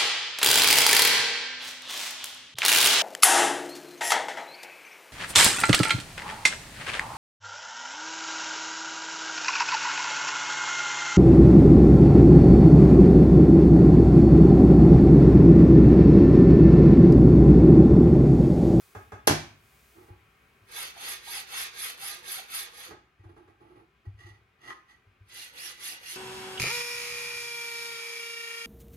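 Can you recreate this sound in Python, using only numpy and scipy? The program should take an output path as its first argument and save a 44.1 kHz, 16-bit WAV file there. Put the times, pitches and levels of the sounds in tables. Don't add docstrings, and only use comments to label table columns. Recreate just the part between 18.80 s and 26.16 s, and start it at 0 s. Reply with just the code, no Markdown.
import sys
import numpy as np
from scipy import signal
from scipy.fft import rfft, irfft
from scipy.io import wavfile

SR = 44100
rng = np.random.default_rng(int(sys.argv[2]) if len(sys.argv) > 2 else 0)


def to_wav(s):
    ch = np.atleast_2d(s).T
    pcm = np.round(np.clip(ch, -1, 1) * 32767)
    wavfile.write(sys.argv[1], SR, pcm.astype(np.int16))


N = 324576
TIME = np.arange(N) / SR

# t/s, level/dB
TONE_LEVEL = [(0, -62), (1.8, -62.5), (4.3, -68.5), (7.36, -66)]
HISS_LEVEL = [(0, -60), (.25, -68), (.4, -77.5), (.76, -75), (.86, -66.5), (1.1, -64.5), (1.28, -68.5),
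              (1.34, -77.5), (1.85, -76), (4.2, -100)]
# f/Hz, level/dB
ROOM_COLOUR = [(18, -32.5), (30, -2.5), (59, 5), (132, -4.5), (185, -5), (337, -6.5), (597, -12),
               (735, -12.5), (1410, -6.5), (1920, -9.5), (2250, -7), (4090, -21.5), (7830, -32.5),
               (15000, -35.5)]
# f/Hz, decay/s
ROOM_DECAY = [(80, 0.83), (300, 0.28), (1500, 0.41), (5000, 0.48), (8000, 0.15), (13000, 0.17)]

# t/s, level/dB
BUMPS = [(0.157, -40.5), (0.325, -41), (0.493, -27), (1.299, -42.5), (1.812, -57), (4.111, -52.5),
         (4.391, -49.5), (4.448, -43.5), (4.502, -55), (5.265, -34), (5.334, -48.5), (5.441, -45.5),
         (5.5, -49.5), (6.263, -55), (6.403, -48.5)]
TAPS = [(0.150, -13.5), (0.32, -13.5), (4.108, -19.5), (4.44, -33.5), (4.565, -32), (4.676, -34.5)]
CLINKS = [(5.874, -47), (5.902, -39)]
# t/s, body level/dB, crack level/dB, thud level/dB, cut-off f/Hz
BLOWS = [(0.4711, -6, 7, -28.5, 14180), (0.4756, 12, 0, -17, 12000), (0.4967, 4.5, -12, 1.5, 4530),
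         (0.5106, 2.5, -19.5, -0.5, 6000), (0.523, -4, -20.5, -19, 4000)]
# start t/s, rise/s, hold/s, wood level/dB, steel level/dB
DRAGS = [(1.133, 0.031, 0.063, -57, -80), (1.274, 0.012, 0.016, -53.5, -81), (4.07, 0.028, .02, -50, -64),
         (4.376, 0.016, 0.0084, -66, -78), (4.428, 0.0085, 0.0057, -56.5, -80),
         (4.479, 0.0099, 0.011, -54.5, -79.5), (4.55, 0.0136, .02, -54, -82),
         (4.60, .02, 0.024, -61.5, -84), (4.671, 0.0087, 0.0088, -58, -80),
         (4.768, 0.041, 0.12, -58, -79.5), (4.931, 0.0256, 0.032, -55, -79),
         (5.239, .015, 0.0073, -59, -72), (5.362, .035, 0.1, -65, -61), (5.5, 0.017, 0.023, -67, -68),
         (5.773, 0.1, 0.025, -53, -49.5), (6.036, .07, 0.0098, -74, -63.5)]
# f/Hz, level/dB, decay/s
BENCH_MODES = [(63.85, -16, 0.23), (95.3, -1, 0.087), (103.1, 2, 0.2), (166, -19.5, 0.13)]
TAP_MODES = [(443.3, 0, 0.042), (855, -6, .09), (1260, -7, 0.22), (1644, -8.5, 0.093), (2123, -13, .1),
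             (2560, -15.5, .06), (3480, -22.5, .1), (6300, -26.5, .11)]
CLINK_MODES = [(1059, -2, 0.15), (1239, 1, 0.13), (1316, -11, 0.1), (1730, -5, .15)]
STRUCK_MODES = [(351, -1.5, 0.35), (457, -15.5, 0.14), (585, -13, 0.33), (647, -12.5, 0.3),
                (660, -14, 0.15), (754, -20.5, 0.18), (830.6, -10.5, 0.21), (937, -17.5, 0.09),
                (1016, -12.5, 0.24), (1192, -18.5, 0.31), (1340, -22.5, 0.22), (1385, -9.5, 0.18)]
STRUCK_OVERTONES = [(1604, 6, 0.3), (2320, 3, 0.44), (3070, -16.5, 0.38), (3290, 1, 0.35), (4340, 1, 0.34),
                    (4860, -2.5, 0.25), (6090, -1, 0.26)]
# f/Hz, level/dB
TAP_COLOUR = [(60, -13.5), (150, -14), (420, -1.5), (650, -1.5), (1700, -5), (2600, -22.5), (4200, -25),
              (6500, -23.5), (11500, -34.5), (14000, -55)]
PLANK_COLOUR = [(50, -5), (110, -3.5), (200, -13), (380, -3), (550, -12), (900, -8.5), (1400, -17),
                (4000, -30.5), (8000, -52), (10500, -30.5), (13500, -52)]
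DRAG_COLOUR = [(410, -42), (800, -5), (1400, -18), (2100, -23), (3000, -12), (4500, -25), (5500, -27),
               (8000, -31), (10900, -24), (14000, -46)]
BLOW_COLOUR = [(50, -37), (110, -21), (170, -12.5), (240, -2), (330, 0.5), (450, -6), (620, -2.5),
               (1050, -2.5), (1280, -9), (1550, -4.5), (2100, -9.5), (5000, -12), (6200, -7.5), (7500, -18),
               (11800, -28), (12800, -48)]
CLACK_COLOUR = [(100, -40), (350, -13), (1100, -13), (2500, -32), (8000, -60)]
THUD_COLOUR = [(50, -24), (110, -2.5), (230, -2.5), (400, -4), (900, -25.5), (3000, -61.5)]
CRACK_COLOUR = [(800, -18), (1600, -9), (2700, -14.5), (4500, -5.5), (6200, -11), (7800, -8.5),
                (9500, -6.5), (11500, -3), (12500, -7), (13500, -24.5), (15000, -26), (16500, -21)]
# f/Hz, width/Hz, level/dB
PLANK_PEAKS = [(343.6, 37, 7), (816, 114, -3)]
DRAG_PEAKS = [(1250, 330, -14.5), (1947, 114, 0.5), (2920, 90, -21), (4557, 590, -21), (6130, 450, -21.5)]
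CLACK_PEAKS = [(420, 130, -2), (790, 330, 2.5), (1060, 110, -1.5), (1577, 220, -4)]
THUD_PEAKS = [(106, 12, 8.2), (153, 14, 11), (305, 30, 4.6)]

# middle t/s, f/Hz, level/dB
SQUEAKS = [(1.985, 919, -47.5), (2.17, 793, -50), (2.225, 808, -51.5), (2.485, 895, -46.5),
           (2.58, 825.5, -46.5), (2.735, 817, -47.5), (3.235, 808, -46.5), (3.592, 800, -47),
           (3.752, 855, -54)]
# t/s, level/dB, extra level of the high tick/dB
CATCHES = [(0.318, -46, -6), (2.162, -31, -13), (2.312, -22, 5), (2.792, -30, -10), (2.81, -23, -14),
           (3.178, -28, -2), (3.514, -41, -6), (3.741, -40.5, -5), (5.874, -36, -26.5), (5.899, -20.5, -30),
           (5.911, -25, -30), (5.924, -23, -30), (6.903, -40, -15)]
# rail level/dB, ball level/dB, bench level/dB, whirr f/Hz, whirr level/dB
FIRST_RUN = [(1.883, 1.999, -41.5, -42.5, -57.5, 5000, -60), (2.139, 2.297, -41.0, -42.5, -56, 4970, -53),
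             (2.406, 2.556, -40.5, -40.5, -58.5, 5074, -50), (2.651, 2.798, -37.5, -41.5, -56.0, 5600, -56),
             (2.911, 3.041, -40.5, -40, -59.5, 5270, -51), (3.163, 3.262, -42.5, -41.5, -59.5, 5100, -51),
             (3.415, 3.52, -41.5, -40.5, -58.5, 4660, -49.5), (3.667, 3.768, -39.5, -38.5, -61, 4870, -49),
             (3.901, 4.028, -48.5, -52, -60.5, 3210, -63)]
SECOND_RUN = [(6.492, 6.597, -47, -51.5, -67, 4150, -58), (6.719, 6.854, -44.0, -46.5, -61.5, 5700, -49),
              (6.96, 7.065, -43.5, -44.5, -63.0, 6350, -56), (7.2, 7.307, -44.0, -47.5, -65.5, 6140, -55)]
# rail level/dB, ball level/dB, bench level/dB
FIRST_TURN_DB = (-55.5, -68.5, -70)
SECOND_TURN_DB = (-57, -71.5, -70.5)
# f/Hz, level/dB
BENCH_COLOUR = [(40, 0), (100, -15), (270, -7.5), (370, -6), (700, -2.5), (1000, 0.5), (1400, -5.5),
                (3000, -41)]
RAIL_COLOUR = [(450, -30.5), (900, -13), (1500, -4.5), (2400, -2), (3200, -6.5), (4800, -5), (5600, -11.5),
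               (6500, -7), (7500, -19.5), (9500, -21), (13000, -30)]
BALL_COLOUR = [(5000, -63), (7800, -3.5), (8800, -2), (10400, -19.5), (12300, -9), (13000, -17),
               (13700, -34), (14700, -27), (15800, -36)]
# f/Hz, width/Hz, level/dB
BENCH_PEAKS = [(361, 36, 3.8), (478.5, 35, 2.9), (855, 19, 7.2)]
FIRST_RAIL_PEAKS = [(1215, 14, 7), (1504, 27.4, 4.5), (2560, 150, -20), (3520, 300, 8), (4400, 240, -2),
                    (6130, 160, 3)]
SECOND_RAIL_PEAKS = [(1518, 50, -6), (1970, 105, 1.5), (2850, 280, -2.5), (3330, 86, 0), (4130, 1900, -8),
                     (5040, 97, -16), (6240, 520, -9)]
CARRIAGE_PEAKS = [(10280, 520, -2.5), (10670, 680, -3), (11600, 1200, -0.5), (14500, 760, -18)]
# travel from the right end (0-1), f/Hz, level/dB
ZIP_RIGHT = [(0, 9760, -10), (.14, 10500, -2), (.3, 11900, -3.5), (.44, 10440, 2), (.57, 10490, 0),
             (.7, 8200, -3.5), (.82, 10310, -3), (.93, 12260, -3)]
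ZIP_LEFT = [(.02, 8130, -9), (0.119, 9280, -7.5), (.32, 10550, 0.5), (.5, 12080, -16.5), (.7, 11200, -5.5),
            (.95, 9580, -5.5)]

FIRST_STOP_S, SECOND_STOP_S = 4.112, 7.44
SPEED_POWERS = (.9, 1.08, .4)


def from_db(db):
    return 10 ** (np.asarray(db) / 20)


def unit_power(x):
    return x / np.sqrt(np.mean(x ** 2) + 1e-20)


def at_hz(points, hz):
    f, value = np.transpose(points)
    return np.interp(np.log(hz + 1e-9), np.log(f), value)


def convolve(x, response):
    start, end = np.flatnonzero(x)[[0, -1]]
    wet = signal.fftconvolve(x[None, start:end + 1], np.atleast_2d(response), axes=-1)[:, :N - start]
    out = np.zeros((len(wet), N))
    out[:, start:start + wet.shape[1]] = wet
    return np.squeeze(out)


def low_pass(x, hz, order=2):
    return signal.sosfilt(signal.butter(order, min(hz, SR * .45), fs=SR, output="sos"), x + 1e-18)


def band_pass(x, low_hz, high_hz):
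    return signal.sosfilt(signal.butter(1, [low_hz, high_hz], "band", fs=SR, output="sos"), x)


def wander(hz, size=N):
    return unit_power(low_pass(rng.standard_normal(size), hz))


def flutter(depth_db, hz):
    return from_db(depth_db * wander(hz))


def whirr(hz, width_hz):
    return np.sqrt(2) * wander(width_hz) * np.sin(2 * np.pi * np.cumsum(hz) / SR)


def clicks(times, db):
    out = np.zeros(N)
    out[np.round(np.asarray(times) * SR).astype(int)] = from_db(db)
    return out


def contacts(gain, per_s, size_db, rough_db):
    chance = np.clip(per_s * (gain / gain.max()) ** .3, 1200, SR) / SR
    hit = np.flatnonzero(rng.random(N) < chance)
    sizes = from_db(size_db * np.minimum(rng.exponential(1, len(hit)), 3.5))
    sizes = unit_power(sizes * rng.choice([-1, 1], len(hit)))
    return np.bincount(hit, sizes, N) * gain / np.sqrt(chance) * flutter(rough_db, 50)


def body(colour, peaks=(), peaks_db=0, size=8192):
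    f = np.fft.rfftfreq(size, 1 / SR)
    power = from_db(at_hz(colour, f)) ** 2
    for hz, width, db in peaks:
        power = power + from_db(db + peaks_db) ** 2 / (1 + ((f - hz) / width) ** 2 * 2) ** 2
    cepstrum = irfft(np.log(power) / 2)
    cepstrum[1:size // 2] *= 2
    cepstrum[size // 2 + 1:] = 0
    response = irfft(np.exp(rfft(cepstrum)))
    return response / np.linalg.norm(response)


def ringing(modes, soft_hz):
    t = TIME[:SR * 3 // 4]
    tones = sum(from_db(db - 60 * t / decay) * np.sin(2 * np.pi * hz * t) for hz, db, decay in modes)
    return low_pass(tones, soft_hz)


def echoes(near, room, size=24576, bands=7):
    t, f = TIME[:size], np.fft.rfftfreq(size, 1 / SR)
    mid, side = np.exp(2j * np.pi * rng.random((2, len(f)))) * np.sqrt(size)
    alike = np.exp(-(f / 650) ** 2)
    noise = np.sqrt(1 + alike) * mid + np.sqrt(1 - alike) * side * [[1], [-1]]
    centres, out = np.geomspace(80, 14000, bands), 0
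    onset = 1 - np.exp(-t / 0.0024)
    for hz, share in zip(centres, np.eye(bands)):
        quick, late = from_db(-120 * t / np.array([[.07], [at_hz(ROOM_DECAY, hz)]])) * onset
        decay = np.sqrt(near ** 2 * quick / quick.sum() + room ** 2 * late / late.sum())
        out = out + irfft(noise * np.interp(np.log(f + 1), np.log(centres), share)) * decay
    return out / np.sqrt(2)


def place(x, left_lag_ms, pan_db, near_db, room_db):
    near, room = from_db(near_db), from_db(room_db)
    response = echoes(near, room)
    arrival = 16 + np.array([[1], [-1]]) * left_lag_ms * SR / 2000
    response[:, :48] += np.sinc(np.arange(48) - arrival)
    pan = from_db([[pan_db / 2], [-pan_db / 2]])
    return convolve(x, response / np.sqrt(1 + near ** 2 + room ** 2) * pan)


def background():
    tone_gain, hiss_gain = (from_db(np.interp(TIME, *np.transpose(curve)))
                            for curve in (TONE_LEVEL, HISS_LEVEL))
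    tone = convolve(rng.standard_normal(N), body(ROOM_COLOUR))
    tone = place(tone, left_lag_ms=0, pan_db=2.0, near_db=-7, room_db=1.5)
    hiss = rng.standard_normal(N) + .5 * rng.standard_normal((2, N))
    return tone_gain * tone + hiss_gain * hiss


def bumps():
    thump = convolve(clicks(*np.transpose(BUMPS)), ringing(BENCH_MODES, soft_hz=168))
    return place(low_pass(thump, 110), left_lag_ms=.05, pan_db=1.5, near_db=-22, room_db=-7.5)


def taps():
    push = clicks(*np.transpose(TAPS))
    tock = convolve(push, body(TAP_COLOUR))
    ring = from_db(-24) * convolve(push, ringing(TAP_MODES, soft_hz=9000))
    return place(tock + ring, left_lag_ms=0.49, pan_db=-1.5, near_db=2, room_db=12)


def clinks():
    ring = convolve(clicks(*np.transpose(CLINKS)), ringing(CLINK_MODES, soft_hz=5000))
    return place(ring, left_lag_ms=0.13, pan_db=-1, near_db=-3, room_db=1.5)


def shoves(fade_db_per_s=281):
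    wood, steel = np.zeros((2, N))
    for start, rise, hold, wood_db, steel_db in DRAGS:
        span = slice(int(start * SR), int((start + 1) * SR))
        t = TIME[span] - TIME[span][0]
        shape = np.minimum(t / rise, 1) ** 2 * from_db(-fade_db_per_s * np.maximum(t - rise - hold, 0))
        wood[span] = np.maximum(wood[span], from_db(wood_db) * shape)
        steel[span] = np.maximum(steel[span], from_db(steel_db) * shape)
    return wood, steel


def drags():
    wood_gain, steel_gain = shoves()
    wood_slips = contacts(wood_gain, per_s=1500, size_db=0.93, rough_db=0.9)
    steel_slips = contacts(steel_gain, per_s=4000, size_db=2.5, rough_db=2.1)
    wood = from_db(1) * convolve(wood_slips, body(PLANK_COLOUR, PLANK_PEAKS))
    steel = from_db(4.5) * convolve(steel_slips, body(DRAG_COLOUR, DRAG_PEAKS, peaks_db=4))
    return place(wood + steel, left_lag_ms=0.44, pan_db=-3, near_db=-0.5, room_db=-4.5)


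def landing():
    push, chatter = np.zeros((2, N))
    t = TIME[:2048]
    for s, body_db, crack_db, _, contact_hz in BLOWS:
        at = round(s * SR)
        push[at:at + len(t)] += from_db(body_db) * low_pass(signal.unit_impulse(len(t)), contact_hz)
        burst = rng.standard_normal(len(t)) * t * np.exp(-t / 0.0019)
        chatter[at:at + len(t)] += from_db(crack_db) * burst / np.linalg.norm(burst)
    knock = convolve(push, body(BLOW_COLOUR))
    crack = convolve(chatter, body(CRACK_COLOUR))
    times, strength_db, _, thud_db, _ = np.transpose(BLOWS)
    thud = convolve(clicks(times, thud_db), body(THUD_COLOUR, THUD_PEAKS))
    clack = convolve(clicks(times, strength_db - 4), body(CLACK_COLOUR, CLACK_PEAKS))
    modes = from_db(-37) * ringing(STRUCK_MODES, soft_hz=5000)
    modes += from_db(-51) * ringing(STRUCK_OVERTONES, soft_hz=12000)
    ring = convolve(clicks([times[strength_db.argmax()]], strength_db.max()), modes)
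    return (place(knock, left_lag_ms=0.45, pan_db=-0.5, near_db=4, room_db=5)
            + place(clack, left_lag_ms=0.45, pan_db=-2, near_db=-5, room_db=-11)
            + place(thud, left_lag_ms=0.1, pan_db=2, near_db=-11.5, room_db=-8.5)
            + place(ring, left_lag_ms=0.39, pan_db=-6.5, near_db=-11.5, room_db=-14)
            + place(crack, left_lag_ms=-0.18, pan_db=0.5, near_db=-10.5, room_db=-1))


def catches():
    times, db, treble_db = np.transpose(CATCHES)
    colour = [(150, -29), (350, -38), (1200, 13.5), (2500, 1.5), (6000, -16), (14000, -48)]
    knock = convolve(clicks(times, db + 1.5), body(colour, BENCH_PEAKS[:1], peaks_db=14.5))
    tick = convolve(clicks(times, db + treble_db + 2), body(BALL_COLOUR, CARRIAGE_PEAKS))
    return (place(knock, left_lag_ms=0.28, pan_db=5.5, near_db=26, room_db=14)
            + place(tick, left_lag_ms=-0.2, pan_db=-.5, near_db=-1, room_db=-10))


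def squeaks(length_s=.05, width_hz=65):
    out, swell = np.zeros(N), np.hanning(int(length_s * SR))
    for s, hz, db in SQUEAKS:
        at = int((s - length_s / 2) * SR)
        pitch = hz + width_hz * wander(94, len(swell))
        tone = np.sqrt(2) * np.sin(2 * np.pi * np.cumsum(pitch) / SR)
        out[at:at + len(swell)] += from_db(db) * swell * tone
    return place(out, left_lag_ms=0.21, pan_db=-5, near_db=-23, room_db=-5.5)


def strokes(run, stop_s, turn_db, fade_db_per_s=550):
    start, fastest, *full_db, _, _ = np.transpose(run)
    moments = np.sort(np.r_[start, fastest, stop_s])
    swing = np.interp(TIME, moments, np.arange(len(moments)) * np.pi / 2)
    speed, travel = abs(np.sin(swing)), (1 - np.cos(swing)) / 2
    stroke = np.minimum(swing // np.pi, len(run) - 1).astype(int)
    at_rest_s = abs(TIME - np.clip(TIME, start[0], stop_s))
    moving = from_db(-fade_db_per_s * at_rest_s) * (at_rest_s < .2)
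    gains = [moving * from_db(turn + (full[stroke] - turn) * speed ** power)
             for full, turn, power in zip(full_db, turn_db, SPEED_POWERS)]
    return speed, travel, stroke, gains


def bench_rumble(gain):
    hits = contacts(gain, per_s=3000, size_db=1.7, rough_db=4.1)
    return convolve(hits, body(BENCH_COLOUR, BENCH_PEAKS, peaks_db=0.5))


def zipping(travel, width_hz=130, slop=.035):
    travel = travel + slop * wander(4)
    out = 0
    for part in (ZIP_RIGHT, ZIP_LEFT):
        where, hz, db = np.transpose(part)
        out = out + from_db(np.interp(travel, where, db)) * whirr(np.interp(travel, where, hz), width_hz)
    return out


def rail_ring(gain, speed, peaks, peaks_db):
    hits = contacts(gain, per_s=8000, size_db=2.1, rough_db=1)
    ring = convolve(hits, body(RAIL_COLOUR, peaks, peaks_db))
    dull = low_pass(ring, 2440, order=1)
    return dull + (ring - dull) * speed ** 0.67


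def ball_rattle(gain, speed, hollow_share=0.43):
    hits = contacts(gain, per_s=6000, size_db=0.71, rough_db=2.5)
    rattle = convolve(hits, body(BALL_COLOUR, CARRIAGE_PEAKS, peaks_db=-1.5))
    return rattle - hollow_share * speed ** 2 * band_pass(rattle, 7300, 9300)


def slide(run, stop_s, turn_db, rail_peaks, peaks_db, rail_db, ball_db, bench_db, zip_db, spots=4):
    speed, travel, stroke, (rail_gain, ball_gain, bench_gain) = strokes(run, stop_s, turn_db)
    rail = rail_ring(rail_gain, speed, rail_peaks, peaks_db)
    highs = ball_rattle(ball_gain, speed) + from_db(zip_db) * ball_gain * zipping(travel)
    out = place(from_db(ball_db) * highs, left_lag_ms=-0.188, pan_db=-0.5, near_db=-6, room_db=-17)
    top_hz, whirr_db = np.array(run)[stroke, 5:].T
    pitch = top_hz * speed * flutter(.08, 25.1)
    tone = from_db(whirr_db) * speed ** 2 * whirr(pitch, width_hz=190) * flutter(3.1, 60)
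    out += place(tone, left_lag_ms=0.514, pan_db=-11.5, near_db=-12, room_db=-9)
    lows = from_db(rail_db) * rail + from_db(bench_db) * bench_rumble(bench_gain)
    for spot in range(spots):
        share = np.sqrt(np.maximum(1 - abs((spots - 1) * travel - spot), 0))
        out += place(share * lows, left_lag_ms=0.419, pan_db=-1, near_db=7.5, room_db=3.5)
    return out


def scene():
    first = slide(FIRST_RUN, FIRST_STOP_S, FIRST_TURN_DB, FIRST_RAIL_PEAKS,
                  peaks_db=-10, rail_db=3, ball_db=1.5, bench_db=2.5, zip_db=-3)
    second = slide(SECOND_RUN, SECOND_STOP_S, SECOND_TURN_DB, SECOND_RAIL_PEAKS,
                   peaks_db=4.5, rail_db=3.5, ball_db=3, bench_db=1.5, zip_db=-6)
    carriages = first + second + squeaks() + catches()
    return carriages + drags() + clinks() + taps() + landing() + bumps() + background()


def record(dry, bass_hz=52, top_hz=15900):
    dry = dry + band_pass(dry, 3900, 7200) * (from_db([[-2.6], [1.3]]) - 1)
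    dry = signal.sosfilt(signal.butter(4, bass_hz, "high", fs=SR, output="sos"), dry)
    return signal.sosfilt(signal.ellip(10, .2, 80, top_hz, fs=SR, output="sos"), dry)


dry = scene()
out = record(dry)
to_wav(out)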